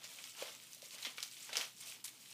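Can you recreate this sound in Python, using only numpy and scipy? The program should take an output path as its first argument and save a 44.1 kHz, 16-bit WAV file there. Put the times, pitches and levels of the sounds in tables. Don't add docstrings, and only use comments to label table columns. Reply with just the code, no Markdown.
import sys
import numpy as np
from scipy import signal
from scipy.fft import rfft, irfft, next_fast_len
from scipy.io import wavfile

SR = 44100
rng = np.random.default_rng(int(sys.argv[2]) if len(sys.argv) > 2 else 0)


def materialize(psi):
    bounded = np.clip(np.atleast_2d(psi).T, -1, 1)
    quanta = np.round(bounded * 32767).astype(np.int16)
    wavfile.write(sys.argv[1], SR, quanta)


def nominal_scale(level):
    x = np.asarray(level, float) / 20
    return 10 ** x


N = 102753

# f/Hz, level/dB [per Hz]
ROOM_TONE = [(25, -16), (70, -13), (95, -8), (125, 8.5), (300, 6), (1100, -17), (2400, -13.5),
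             (14500, -1.5)]
# f/Hz, level/dB [rms]
MAINS_HUM = [(118.4, -84.5), (258.4, -85)]
# t/s, level/dB [peak], pitch scale [ratio]
ROD_KNOCKS = [(0.04, -53, 1.04), (0.422, -31, 0.95), (0.767, -59, 1.05), (0.826, -46, 0.99),
              (0.862, -60, 0.85), (0.946, -54, 1.03), (1.066, -46, 0.89), (1.179, -52.5, 0.85),
              (1.498, -55, 0.98), (1.528, -45, 0.99), (1.571, -40.5, 0.88), (1.589, -56, 0.74)]
# f/Hz, level/dB, damping time/s
ROD_MODES = [(520, -2, .008), (573, 24, 0.0074), (1050, -26, 0.0035)]
# t/s, level/dB [peak]
END_FLAPS = [
    (0.428, -74),
    (0.559, -54),
    (1.068, -43.5),
    (1.589, -46.5),
]
# t/s, level/dB [rustle], level/dB [large folds against small creases]
HAND_EFFORT = [(0, -68.5, 8.5), (0.122, -54.5, -5.5), (0.332, -57.5, -6.5), (0.422, -52, 7.5),
               (.57, -59, -3.5), (.8, -59, -12.5), (1.0, -55, -3.5), (1.14, -57.5, -2.5), (1.3, -58.5, -15),
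               (1.45, -51, -14), (1.526, -63.5, 14), (1.628, -46.5, 0), (1.718, -64, -5.5),
               (1.8, -58.5, -8), (1.898, -51.5, -6), (2.035, -68.5, -2), (2.15, -62, -4),
               (2.33, -56.5, -13.5)]
# f/Hz, level/dB [per Hz]
SMALL_CREASES = [(1200, -15), (1700, -13.5), (2600, -4.5), (4500, -2.5), (8500, -1.5), (11000, -7),
                 (15500, -8.5)]
# f/Hz, level/dB [per Hz]
LARGE_FOLDS = [(200, -9.5), (700, -4), (1300, -3), (2200, -5), (3200, -1), (6500, -7.5), (9500, -12),
               (15000, -20)]
# t/s, level/dB [peak], f/Hz [panel pitch], level/dB [shower]
EARLY_SNAPS = [(0.0326, -42.5, 4220, -10), (0.0396, -39, 6960, -12), (0.0433, -40, 4540, -18),
               (0.1237, -57, 3050, -17), (0.186, -39, 2495, -18), (0.2389, -33.5, 4890, -16),
               (0.298, -56, 6100, -21), (0.35, -46, 2770, -21), (0.4226, -37.5, 2400, -21),
               (0.5492, -39, 5900, -25), (0.599, -45.5, 3340, -17), (0.635, -41, 7900, -26),
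               (0.7314, -37, 6150, -22), (0.7468, -35, 9750, -28), (0.8189, -38.5, 4440, -14),
               (0.857, -40.5, 6900, -18), (0.9073, -38, 4500, -24), (0.954, -44.5, 3030, -19),
               (0.982, -39.5, 3280, -16), (1.0249, -36, 6600, -18), (1.0279, -34, 3930, -20.5),
               (1.0487, -29.5, 3400, -14.5), (1.0531, -33.5, 3030, -21), (1.0666, -32, 3180, -20.5),
               (1.175, -37, 4700, -14), (1.1809, -32.5, 2320, -18.5), (1.2031, -34, 5300, -29),
               (1.2268, -26.5, 5940, -23), (1.2277, -27.5, 4740, -25), (1.234, -31.5, 7250, -28)]
# t/s, level/dB [peak], f/Hz [panel pitch], level/dB [shower]
LATER_SNAPS = [(1.2764, -42, 3960, -18), (1.3124, -38.5, 4710, -18), (1.3672, -41, 3560, -17),
               (1.4052, -40, 7500, -25), (1.4924, -39.5, 1540, -23), (1.5295, -28, 3940, -14.5),
               (1.5542, -24.5, 2710, -13), (1.5685, -16.5, 5170, -20.5), (1.5744, -50, 6360, -21),
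               (1.6104, -29, 3200, -15), (1.8035, -42, 8550, -7), (1.8209, -43, 3960, -11),
               (1.921, -40.5, 2410, -19.5), (2.0004, -52, 4720, -13), (2.0411, -30, 8440, -9.5),
               (2.0782, -41, 3870, -16), (2.2267, -48, 4840, -15), (2.258, -47.5, 3130, -17),
               (2.2963, -49, 3250, -25), (2.311, -46, 4830, -22), (2.3254, -47.5, 2880, -14)]
# multiple of its pitch [ratio], level/dB
PANEL_MODES = [(.62, -6), (0.999, -0.5), (1.26, -6), (1.9, -12)]
# f/Hz, level/dB
STRIP_BODY = [(400, -1), (1700, -2), (2250, 2), (2600, 0.5), (3200, 0.5), (4200, -0.5), (5100, -0.5),
              (10000, -2)]

ROOM_TONE_DB = -66.5
ROOM_T60_S, ROOM_DB = 0.28, -11
FLAP_HZ, FLAP_T60_S = 248, 0.033
GRAINS_PER_S, GRAIN_SPREAD_DB = 3500, 2.9
CLUMP_DB, SLIDE_DB = 2.0, 0.5
LAG_S, RISE_S = 0.0008, 0.0005
CRACK_S, CRACK_DB, RING_Q = 0.0012, -1, 16
SHOWER_T60_S = 0.15


def evened(x):
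    return x / np.sqrt(np.mean(x ** 2) + 1e-20)


def colour(x, points, edge_db=-14):
    size = next_fast_len(len(x))
    hz = np.fft.rfftfreq(size, 1 / SR) + 1
    f, db = np.transpose(points)
    octaves_below = np.maximum(np.log2(f[0] / hz), 0)
    gain = nominal_scale(np.interp(np.log(hz), np.log(f), db) + edge_db * octaves_below)
    return irfft(rfft(x, size) * gain, size)[:len(x)]


def around(hz, low_db, high_db):
    return [(hz / 8, 3 * low_db), (hz, 0), (hz * 8, 3 * high_db)]


def add(mix, s, sound):
    part = mix[round(s * SR):][:len(sound)]
    part += sound[:len(part)]


def drift(hz):
    lowpass = signal.butter(2, hz, fs=SR, output="sos")
    return evened(signal.sosfilt(lowpass, rng.standard_normal(N)))


def air():
    t = np.arange(N) / SR
    tone = nominal_scale(ROOM_TONE_DB) * evened(colour(rng.standard_normal(N), ROOM_TONE))
    hum = sum(nominal_scale(db + 3.5 + 1.1 * drift(2.7)) * np.sin(2 * np.pi * hz * t) for hz, db in MAINS_HUM)
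    return tone + hum


def room(x):
    t = np.arange(SR // 2) / SR
    tail = rng.standard_normal(len(t)) * nominal_scale(-60 * t / ROOM_T60_S)
    tail *= t > 0.004
    tail = signal.lfilter([1], [1, -0.3], tail)
    return signal.oaconvolve(x, tail / np.linalg.norm(tail))[:N]


def knocks():
    out, t = np.zeros(N), np.arange(6000) / SR
    for start, db, scale in ROD_KNOCKS:
        ring = np.zeros(len(t))
        for hz, mode_db, held in ROD_MODES:
            ring += nominal_scale(mode_db) * np.exp(-(t / held) ** 2) * np.sin(2 * np.pi * hz * scale * t)
        attack = np.minimum(t / 0.0011, 1)
        add(out, start + LAG_S, nominal_scale(db - 4) * attack * ring / abs(ring).max())
    return out


def flaps():
    out, t = np.zeros(N), np.arange(6000) / SR
    thud = np.minimum(t / 0.0055, 1) * np.sin(2 * np.pi * FLAP_HZ * t)
    for start, db in END_FLAPS:
        add(out, start, nominal_scale(db - 60 * t / FLAP_T60_S) * thud)
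    return out


def grains():
    struck = rng.random(N) < GRAINS_PER_S / SR
    pops = nominal_scale(GRAIN_SPREAD_DB * np.minimum(rng.exponential(1, N), 4)) * struck
    pitches = np.geomspace(400, 14000, num=24)
    panel = rng.integers(0, len(pitches), N)
    out, t = np.zeros(N), np.arange(900) / SR
    for k, hz in enumerate(pitches):
        ring = np.sin(2 * np.pi * hz * t) * np.exp(-t * hz / 2.5) * np.minimum(t * hz, 1)
        ring *= np.sqrt(hz) / np.linalg.norm(ring)
        out += signal.oaconvolve(pops * (panel == k), ring)[:N]
    return evened(out) + nominal_scale(SLIDE_DB) * rng.standard_normal(N)


def rustle():
    s, effort_db, broad_db = np.transpose(HAND_EFFORT)
    t = np.arange(N) / SR
    fine = evened(colour(grains(), SMALL_CREASES)) * nominal_scale(CLUMP_DB * drift(16.8))
    broad = evened(colour(grains(), LARGE_FOLDS))
    broad *= nominal_scale(CLUMP_DB * drift(20) + np.interp(t, s, broad_db))
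    return nominal_scale(np.interp(t, s, effort_db)) * (fine + broad)


def snap(hz, noise):
    t = np.arange(len(noise)) / SR
    rise = np.minimum(t / RISE_S, 1)
    burst = noise * np.exp(-t / CRACK_S) * rise
    crack = colour(burst, around(hz, -8, -10)) * (t < 0.02)
    modes = np.zeros(len(t))
    for (multiple, db), u in zip(PANEL_MODES, noise):
        modes += nominal_scale(db) * np.sin(2 * np.pi * hz * multiple * t + 3 * u)
    ring = modes * rise * np.exp(-np.pi * hz * t / RING_Q)
    sound = ring / abs(ring).max() + nominal_scale(CRACK_DB) * crack / abs(crack).max()
    return sound / abs(sound).max()


def snaps():
    out, t = np.zeros(N), np.arange(SR // 4) / SR
    crackle = grains() * nominal_scale(CLUMP_DB * drift(120))
    rows = EARLY_SNAPS + LATER_SNAPS
    for (start, db, hz, shower_db), noise in zip(rows, rng.standard_normal((len(rows), 1200))):
        add(out, start + LAG_S, nominal_scale(db) * snap(hz, noise))
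        stretch = np.roll(crackle, -round(start * SR))[:len(t)]
        shower = evened(colour(stretch, around(hz, -4.5, -8)))
        decay = nominal_scale(db + shower_db - 60 * t / SHOWER_T60_S) * np.minimum(t / 0.0016, 1)
        add(out, start + LAG_S, decay * shower)
    return out


def scene():
    near = colour(snaps() + rustle(), STRIP_BODY) + knocks() + flaps()
    low_cut = signal.butter(4, 190, "high", fs=SR, output="sos")
    near = signal.sosfilt(low_cut, near)
    return (near + nominal_scale(ROOM_DB) * room(near) + air())[None]


def band_limit(x):
    return signal.sosfilt(signal.butter(12, 16250, fs=SR, output="sos"), x)


def record(dry):
    treble_limit = signal.firwin(255, 15450, fs=SR)
    band = signal.oaconvolve(dry, treble_limit[None], "same")
    return band_limit(band)


dry = scene()
out = record(dry)
materialize(out)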